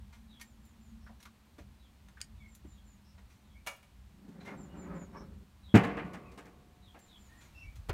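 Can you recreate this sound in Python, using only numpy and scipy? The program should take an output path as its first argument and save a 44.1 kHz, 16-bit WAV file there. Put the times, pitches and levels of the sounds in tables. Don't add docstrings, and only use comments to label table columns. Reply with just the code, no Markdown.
import sys
import numpy as np
from scipy import signal
from scipy.fft import rfft, irfft, next_fast_len
from scipy.io import wavfile
from scipy.ndimage import map_coordinates

SR = 44100
rng = np.random.default_rng(int(sys.argv[2]) if len(sys.argv) > 2 else 0)


def file_out(sig):
    cols = np.atleast_2d(sig).T
    lim = np.clip(cols, -1, 1)
    pcm = np.round(lim * 32767).astype(np.int16)
    wavfile.write(sys.argv[1], SR, pcm)


N = 349713


def amp(db):
    return 10 ** (np.asarray(db) / 20)


def unit(x):
    return x / np.sqrt(np.mean(x ** 2) + 1e-20)


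def clock(seconds):
    return np.arange(int(seconds * SR)) / SR


def at_hz(points, hz):
    f, value = np.transpose(points)
    return np.interp(np.log(hz + 1), np.log(f + 1), value)


def curve(rows, column=1, outside=None):
    rows = np.array(rows)
    return np.interp(np.arange(N) / SR, rows[:, 0], rows[:, column], outside, outside)


def add(mix, start_s, sound):
    part = mix[round(start_s * SR):][:len(sound)]
    part += sound[:len(part)]


def colour(x, spectrum, tilt_db=0):
    size = next_fast_len(len(x))
    hz = np.fft.rfftfreq(size, 1 / SR)
    octaves = np.log2(np.maximum(hz, 350) / 350)
    gain = amp(at_hz(spectrum, hz) + tilt_db * octaves)
    return unit(irfft(rfft(x, size) * gain, size)[:len(x)])


def noise(size, spectrum, tilt_db=0):
    return colour(rng.standard_normal(size), spectrum, tilt_db)


def drift(size, per_s):
    at = np.arange(size) * per_s / SR
    return map_coordinates(rng.standard_normal(4096), [at], order=1, mode="wrap")


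def gritty(size, depth_db):
    return unit(amp(depth_db * drift(size, 450)))


def dense_modes(t, spectrum, t60s):
    hz, at, bands = signal.stft(noise(len(t), spectrum), SR, nperseg=256)
    decay = amp(-60 * at / at_hz(t60s, hz)[:, None])
    return signal.istft(bands * decay, SR, nperseg=256)[1][:len(t)]


def modes(table, t):
    hz, db, t60 = np.transpose(table)[:, :, None]
    return amp(db) * np.exp((2j * np.pi * hz - np.log(1000) / t60) * t)


def strike(tones):
    return (np.exp(2j * np.pi * rng.random(len(tones))) @ tones).real


def yard(x, t60, wet_db):
    t = clock(.6)
    taps = rng.standard_normal(len(t)) * (rng.random(len(t)) < .1)
    taps *= (t > .004) * np.exp(-np.log(1000) * t / t60)
    return x + amp(wet_db) * signal.oaconvolve(x, taps / np.linalg.norm(taps))[:N]


# frequency in Hz, relative density in dB.
AIR_SPECTRUM = [(150, 1.5), (250, 2), (282, -1.5), (444, -9), (1060, -7.5), (1280, -10.5), (4260, -15.5),
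                (4900, -19), (9010, -21.5), (10400, -25), (13400, -23), (16000, -28.5)]
# time in seconds, level of the air in dB.
AIR_LEVEL = [(0, -66.5), (6.8, -67), (7.3, -63), (7.93, -65)]


def air():
    return noise(N, AIR_SPECTRUM) * amp(curve(AIR_LEVEL))


# frequency in Hz, relative density in dB.
TRAFFIC_SPECTRUM = [(12, -65), (24, -31.5), (38, -17), (54, 3), (70, 2), (97, -7.5), (124, -10), (167, -18),
                    (200, -7), (260, -44), (440, -120)]
# time in seconds, level of the traffic in dB.
TRAFFIC_LEVEL = [(0, -58), (1.0, -57), (2.8, -61.5), (5.3, -56), (7.93, -62.5)]


def traffic(flutter_db=4.3):
    return noise(N, TRAFFIC_SPECTRUM) * amp(curve(TRAFFIC_LEVEL) + flutter_db * drift(N, 6.7))


# time in seconds, pitch in Hz, level in dB.
MOTOR_PATH = [(0, 221.7, -62.5), (1.0, 223, -62.5), (1.8, 222, -75), (2.6, 214.2, -64), (3.3, 210, -76.5),
              (7.93, 194, -82)]


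def motor(wavers_per_s=26, flutter_db=3):
    waver = drift(N, wavers_per_s) + 1j * drift(N, wavers_per_s)
    turns = np.cumsum(curve(MOTOR_PATH)) / SR
    drone = unit((waver * np.exp(2j * np.pi * turns)).real)
    return drone * amp(curve(MOTOR_PATH, column=2) + flutter_db * drift(N, 18))


def bird_note(length, contour, warble_hz=43.7, warbles_per_s=330, flutter_db=3):
    u = clock(length) / length
    hz = np.interp(u, *np.transpose(contour)) + warble_hz * drift(len(u), warbles_per_s)
    swell = np.sqrt(np.sin(np.pi * u)) * amp(flutter_db * drift(len(u), 70))
    return unit(swell * np.sin(2 * np.pi * np.cumsum(hz) / SR))


# start in seconds, relative level in dB.
SONG_STARTS = [(.43, -78.5), (2.475, -74.5), (4.568, -68.5), (6.99, -72.5)]
# share of the note, pitch in Hz.
CHIRP_CONTOUR = [(0, 7560), (.3, 7310), (.72, 7170), (1, 6680)]
# start in seconds, relative level in dB.
SLUR_STARTS = [(.28, -67.5), (1.779, -75.5), (2.345, -78), (2.71, -76.5), (3.441, -80.5), (5.628, -66),
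               (6.818, -69), (7.08, -65)]
# delay and length in seconds, first and last pitch in Hz, level offset in dB.
SLUR_NOTES = [(0, 0.054, 3935, 3660, -3), (0.045, 0.0532, 3497, 3150, -1.5)]
# start and length in seconds, first and last pitch in Hz, relative level in dB.
WHISTLE_NOTES = [(2.401, 0.069, 2270, 2120, -64.5), (3.539, 0.055, 2120, 2380, -69),
                 (6.247, 0.079, 2660, 2252, -70.5), (7.285, 0.13, 1823, 1890, -69),
                 (7.544, 0.102, 2684, 2730, -61), (7.622, 0.092, 2325, 2306, -63)]


def birds(chirps=3, chirp_every_s=.187, chirp_step_hz=-88.5):
    out = np.zeros(N)
    for s, db in SONG_STARTS:
        for k in range(chirps):
            contour = [(u, hz + k * chirp_step_hz) for u, hz in CHIRP_CONTOUR]
            add(out, s + k * chirp_every_s, amp(db) * bird_note(.098, contour))
        buzz = bird_note(0.1, [(0, 5480)], warble_hz=380, warbles_per_s=670)
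        add(out, s + chirps * chirp_every_s, amp(db - 3.5) * buzz)
    for s, db in SLUR_STARTS:
        for delay, length, first_hz, last_hz, offset_db in SLUR_NOTES:
            slur = bird_note(length, [(0, first_hz), (1, last_hz)], warble_hz=140, warbles_per_s=600)
            add(out, s + delay, amp(db + offset_db) * slur)
    for s, length, first_hz, last_hz, db in WHISTLE_NOTES:
        add(out, s, amp(db) * bird_note(length, [(0, first_hz), (1, last_hz)]))
    add(out, 0.019, amp(-11) * out)
    return amp(-1.5) * yard(out, t60=0.12, wet_db=2)


# time in seconds, level in dB.
BUFFET_LEVEL = [(7.55, -94), (7.66, -43.5), (7.72, -56.5), (7.8, -41), (7.86, -58), (7.93, -41)]


def buffeting():
    spectrum = [(22, -35.5), (42, 13.5), (60, 7), (110, -0.5), (200, -20), (500, -67), (2000, -88)]
    return noise(N, spectrum) * amp(curve(BUFFET_LEVEL, outside=-120))


# frequency in Hz, relative density in dB.
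KNOCK_SPECTRUM = [(40, -3), (90, 10.5), (200, -13), (500, 2.5), (1000, -6), (2000, -11.5), (3500, -18),
                  (7000, -22.5), (15000, -29)]
# frequency in Hz, t60 in seconds.
KNOCK_DECAY = [(90, 0.9), (400, 0.057), (2000, 0.12), (8000, 0.038)]


def knock(lands_s=7.8935, lead_s=0.0068, rise_s=0.00087):
    t, out = clock(.3), np.zeros(N)
    onset = 1 - np.exp(-t / rise_s)
    for s, db in (lands_s - lead_s, -43), (lands_s, -30):
        add(out, s, amp(db) * onset * dense_modes(t, KNOCK_SPECTRUM, KNOCK_DECAY))
    return out


# start in seconds, level in dB, tilt in dB per octave, fall in seconds.
LIGHT_CONTACTS = [(0.125, -62, -4, 0.033), (.396, -58.5, -2, 0.019), (.412, -49, 0.5, 0.0071),
                  (.651, -67, 10, 0.01), (1.201, -62.5, -1, 0.017), (1.227, -55, 0.5, 0.006),
                  (1.253, -54.5, -3, .0087), (1.582, -59.5, -4.5, 0.018), (2.085, -58, -4, .0047),
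                  (2.205, -51, -3.5, .003), (2.55, -54, 6, .0039), (3.179, -63.5, -7, 0.017),
                  (3.298, -68, -2, 0.042), (3.763, -61, 18, .0045), (4.406, -58, -8, 0.028),
                  (4.449, -57, -5, 0.046), (6.99, -64.5, 4, 0.0076), (7.404, -62.5, -3, 0.052),
                  (7.756, -62, 0, .014)]
# frequency in Hz, relative density in dB.
SCRAPE_SPECTRUM = [(150, -9), (400, -11), (700, 1), (1400, 4), (2200, 9.5), (2700, 4.5), (3200, 5.5),
                   (4000, 7), (4800, 1), (6000, 6.5), (9400, -2), (11500, 0), (15500, -8)]


def clicks_and_scrapes(rise_share=0.083, tail_db=-21, tail_s=0.0087):
    t, out = clock(.25), np.zeros(N)
    for s, db, tilt_db, fall_s in LIGHT_CONTACTS:
        onset = 1 - np.exp(-t / (rise_share * fall_s))
        contact = onset * np.exp(-t / fall_s)
        shape = contact / contact.max() + amp(tail_db) * onset * np.exp(-t / tail_s)
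        scrape = gritty(len(t), depth_db=-0.5) * noise(len(t), SCRAPE_SPECTRUM, tilt_db)
        add(out, s, amp(db) * shape * scrape)
    return yard(out, t60=0.1, wet_db=-2.5)


# start in seconds, pitch in Hz, level in dB.
HOLLOW_BUMPS = [(1.064, 1420, -52), (1.091, 770, -53), (1.253, 1220, -53), (1.583, 300, -46.5),
                (1.587, 536, -53.5), (2.17, 1500, -53.5), (2.645, 304, -52), (6.944, 740, -51),
                (6.965, 535, -58)]


def bumps(rise_s=.003, fall_s=0.017, scuff_db=-11):
    t, out = clock(.25), np.zeros(N)
    shape = (1 - np.exp(-t / rise_s)) * np.exp(-t / fall_s)
    for s, hz, db in HOLLOW_BUMPS:
        peak = signal.iirpeak(hz, Q=2.5, fs=SR)
        hollow = signal.lfilter(*peak, rng.standard_normal(len(t)))
        hollow = unit(signal.lfilter(*peak, hollow))
        scuff = amp(scuff_db) * noise(len(t), SCRAPE_SPECTRUM, tilt_db=-8)
        add(out, s, amp(db) * shape * (hollow + scuff))
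    return yard(out, t60=0.12, wet_db=-14)


# start in seconds, click in dB, ring in dB.
TONG_SNAPS = [(.414, -60, -50.5), (2.2145, -32.5, -57)]
# frequency in Hz, relative density in dB.
TIP_SPECTRUM = [(400, -28), (1200, -13), (1600, 11), (2600, -8), (3200, 7), (4000, -6), (4850, 11),
                (5600, 1), (7100, 0), (9500, -3), (11500, -15), (16000, -22)]
# frequency in Hz, relative level in dB, t60 in seconds.
ARM_MODES = [(1850, -0.5, 0.1), (2216, 2, 0.07), (2410, 0, .06), (3090, -14.5, 0.12), (4710, -2.5, 0.069),
             (6180, -13, 0.053), (9250, -6, 0.054)]


def snaps(click_s=0.00069, tail_db=-24, tail_s=.013):
    t, out = clock(.25), np.zeros(N)
    shape = t / click_s * np.exp(1 - t / click_s) + amp(tail_db) * np.exp(-t / tail_s)
    ring = modes(ARM_MODES, t).imag.sum(0)
    for s, click_db, ring_db in TONG_SNAPS:
        click = shape * noise(len(t), TIP_SPECTRUM)
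        add(out, s, amp(click_db) * click + amp(ring_db) * ring)
    return yard(out, t60=0.1, wet_db=-10)


# start in seconds, level in dB.
UTENSIL_CONTACTS = [(3.664, -45), (3.6705, -37), (3.685, -57), (3.828, -62.5)]
# frequency in Hz, relative level in dB, t60 in seconds.
UTENSIL_MODES = [(560, -5, .22), (730, -8, .16), (860, -3, .14), (985, -2, .13), (1200, -4, .18),
                 (1330, -3, .14), (1384, -7, .17), (1712, -3, .18), (2159, -3, .18), (2272, 1, .22),
                 (2420, -5, .18), (2853, 0, .18), (3354, -8, .22), (5792, -15, .18), (6761, -8, .15),
                 (9200, -14, .15)]
# frequency in Hz, relative density in dB.
UTENSIL_SPECTRUM = [(350, -11.5), (600, -1.5), (1500, -2), (2800, -3), (3600, -8.5), (7000, -12),
                    (10500, -12.5), (15500, -20)]


def utensil(ring_db=-9, fall_s=0.015, rise_s=0.00037):
    t, out = clock(.5), np.zeros(N)
    tones = modes(UTENSIL_MODES, t)
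    onset = 1 - np.exp(-t / rise_s)
    for s, db in UTENSIL_CONTACTS:
        ring = amp(ring_db) * strike(tones)
        scuff = noise(len(t), UTENSIL_SPECTRUM) * np.exp(-t / fall_s)
        add(out, s, amp(db) * onset * (scuff + ring))
    return yard(out, t60=0.3, wet_db=-7)


# start and length in seconds, pitch in Hz, level in dB.
HINGE_SQUEAKS = [(4.4, 0.024, 4010, -62.5), (4.453, 0.055, 2110, -49.5), (4.68, 0.095, 2850, -71),
                 (4.805, 0.072, 2250, -69), (4.887, 0.047, 1237, -57), (5.14, 0.06, 1177, -55.5)]


def squeaks(wobble_hz=100, wobbles_per_s=600):
    out = np.zeros(N)
    for s, length, hz, db in HINGE_SQUEAKS:
        u = clock(length) / length
        turns = np.cumsum(hz + wobble_hz * drift(len(u), wobbles_per_s)) / SR
        add(out, s, amp(db) * np.sin(np.pi * u) * np.sin(2 * np.pi * turns))
    return yard(out, t60=0.18, wet_db=0.5)


# time in seconds, effort on the hinge in dB.
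SWING_EFFORT = [(4.18, -82), (4.32, -62.5), (4.44, -70), (4.54, -56.5), (4.72, -61.5), (4.92, -51),
                (5.1, -63.5), (5.22, -60), (5.43, -82)]
# start and length in seconds, relative level in dB.
HINGE_BINDS = [(4.304, 0.12, -64.5), (4.451, 0.11, -48.5), (5.122, 0.071, -54.5), (5.642, 0.14, -67)]
# frequency in Hz, relative density in dB.
GRIND_SPECTRUM = [(300, -14.5), (400, -1.5), (480, -14.5), (545, 7.5), (620, -5), (720, -2), (950, -5),
                  (1200, -4), (1600, -8), (2250, -14), (3000, -28), (5000, -40), (10000, -54)]
GROAN_SPECTRUM = [(90, -63), (150, -4.5), (190, 1.5), (260, -12), (390, -15), (600, -39), (1500, -69)]


def hinge(slips_per_s=420, angles=8, damping_per_s=15, ease_s=0.1, gain_db=-3):
    t, now = clock(.3), np.arange(N) / SR
    slips = rng.exponential(1, N) * rng.choice([-1, 1], N) * (rng.random(N) < slips_per_s / SR)
    angle = np.linspace(0, 2 * angles, N)
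    shaken = np.zeros(N)
    for k in range(angles):
        distance = abs((angle - k + 1) % angles - 1)
        weight = np.cos(np.pi / 2 * np.minimum(distance, 1))
        response = unit(rng.standard_normal(len(t)) * np.exp(-damping_per_s * t))
        shaken += signal.oaconvolve(slips * weight, response)[:N]
    shaken *= amp(2.5 * drift(N, 35))
    effort_db = curve(SWING_EFFORT)
    inside_s = np.minimum(now - SWING_EFFORT[0][0], SWING_EFFORT[-1][0] - now)
    moving = np.clip(1 + inside_s / ease_s, 0, 1)
    grind = moving * amp(effort_db)
    for s, length, db in HINGE_BINDS:
        add(grind, s, amp(db) * np.sin(np.pi * clock(length) / length))
    groan = moving * amp(-44 + 0.56 * (effort_db + 53.5))
    return amp(gain_db) * (grind * colour(shaken, GRIND_SPECTRUM) + groan * colour(shaken, GROAN_SPECTRUM))


# frequency in Hz, relative level in dB, t60 in seconds.
GRATE_MODES = [(382, -56, 2.6), (506, -54, 1.8), (571, -63, 2.4), (662, -51, 1.4), (721, -60, 5.0),
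               (743, -42, 1.0), (894, -67, 3.6), (1066, -52, 1.7), (1108, -47, 1.3), (1136, -47, 1.7),
               (1174, -52, 1.0), (1470, -48, .9), (2050, -48, .9)]


def grate(slam_s=5.75, gain_db=-1):
    out = np.zeros(N)
    add(out, slam_s, amp(gain_db) * modes(GRATE_MODES, clock(2.2)).imag.sum(0))
    return out


# start in seconds, then the sheet's clang, the barrel's boom and the rim's crack in dB.
LID_JOLTS = [(4.282, -70, -39.5, -72), (5.741, -25.5, -5, -51), (5.7497, -25, -2, -43),
             (5.7593, -26, -24, -44), (5.7686, -47, -21.5, -57), (5.835, -33, -23, -52.5),
             (6.046, -68, -34.5, -70), (6.134, -45.5, -40, -58), (6.317, -60.5, -60, -64.5),
             (6.376, -50, -41, -57.5), (6.455, -56, -44.5, -66)]
# start in seconds, clang in dB.
RACK_RATTLES = [(4.472, -49.5), (5.89, -41), (5.97, -37.5), (5.987, -42), (6.944, -56)]
# frequency in Hz, relative dB, t60 in seconds.
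BARREL_MODES = [(115, -8, 0.1), (184.9, -9, 0.29), (205.8, 4, 0.038), (277, -4.5, 0.098), (398.4, -16, 0.2),
                (464, -26.5, 0.023)]
LID_MODES = [(97, -9, 1.0), (180, -7, 1.8), (197, -4, 1.1), (225, -4, 1.2), (294, 5, .55), (323, 1, .6),
             (380, -8, 1.0), (465, 7, .5), (573, -6, .8), (697, 2, .45), (754, -9, .8), (802, 0, .4),
             (864, 0, .4), (903, -1, .45), (1053, 3, .42), (1241, -3, .5), (1464, -3, .5), (1614, -3, .42),
             (1695, -5, .42), (1860, -5, .42), (1949, -8, .42), (2078, -9, .6), (2160, -7, .35),
             (2387, -7, .35), (2517, -7, .3), (2884, -9, .2)]
# frequency in Hz, relative density in dB.
SHEET_SPECTRUM = [(60, -3), (150, 19), (300, 14), (550, 13.5), (1000, 10), (1700, 13), (2700, 7.5),
                  (3600, -3.5), (6000, -19), (10000, -33), (16000, -37)]
CRACK_SPECTRUM = [(300, -17), (1500, 3), (3000, 11), (5000, 8), (7500, 7), (10500, -0.5), (15500, -6.5)]
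# frequency in Hz, t60 in seconds.
EARLY_DECAY = [(100, 0.38), (500, 0.31), (1500, 0.21), (3000, 0.19), (8000, 0.06)]
LATE_DECAY = [(150, 2.57), (500, 1.9), (900, 0.75), (1130, 2.18), (1450, 0.49), (2200, 1.17), (3200, 0.7),
              (5000, 1.05), (12000, 0.45)]


def lid(ring_db=-16.5, late_db=-18, muffled_db=-29.5, clang_rise_s=0.0032, boom_rise_s=0.0028):
    t, brief, out = clock(1.8), clock(.3), np.zeros(N)
    boom = -modes(BARREL_MODES, t).imag.sum(0) * (1 - np.exp(-t / boom_rise_s))
    low_cut = signal.butter(2, 60, "high", fs=SR, output="sos")
    boom = signal.sosfilt(low_cut, boom)
    for s, _, boom_db, _ in LID_JOLTS:
        add(out, s, amp(boom_db) * boom)
    beat_hz = 3.5 * rng.uniform(0.12, 2.51, (len(LID_MODES), 1))
    tones = modes(LID_MODES, t) * (1 + .5 * np.exp(2j * np.pi * beat_hz * t))
    onset = 1 - np.exp(-t / clang_rise_s)
    crack_shape = np.exp(-brief / 0.022) + amp(-17) * np.exp(-brief / 0.038)
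    contacts = [(s, clang_db, crack_db) for s, clang_db, _, crack_db in LID_JOLTS]
    contacts += [(s, db, db + muffled_db) for s, db in RACK_RATTLES]
    for s, clang_db, crack_db in contacts:
        ring = amp(ring_db) * strike(tones)
        early = dense_modes(t, SHEET_SPECTRUM, EARLY_DECAY)
        late = amp(late_db) * dense_modes(t, SHEET_SPECTRUM, LATE_DECAY)
        add(out, s, amp(clang_db) * onset * (early + late + ring))
        crack = gritty(len(brief), depth_db=4) * noise(len(brief), CRACK_SPECTRUM)
        add(out, s, amp(crack_db) * crack_shape * crack)
    return out


def scene():
    smoker = lid() + grate() + hinge() + squeaks()
    handling = utensil() + clicks_and_scrapes() + snaps() + bumps()
    background = birds() + air() + traffic() + motor()
    return (background + buffeting() + knock() + handling + smoker)[None]


def record(dry, edge_hz=15850):
    low_pass = signal.firwin(511, edge_hz, window=("kaiser", 9), fs=SR)
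    return signal.oaconvolve(dry, low_pass[None], "same")


dry = scene()
out = record(dry)
file_out(out)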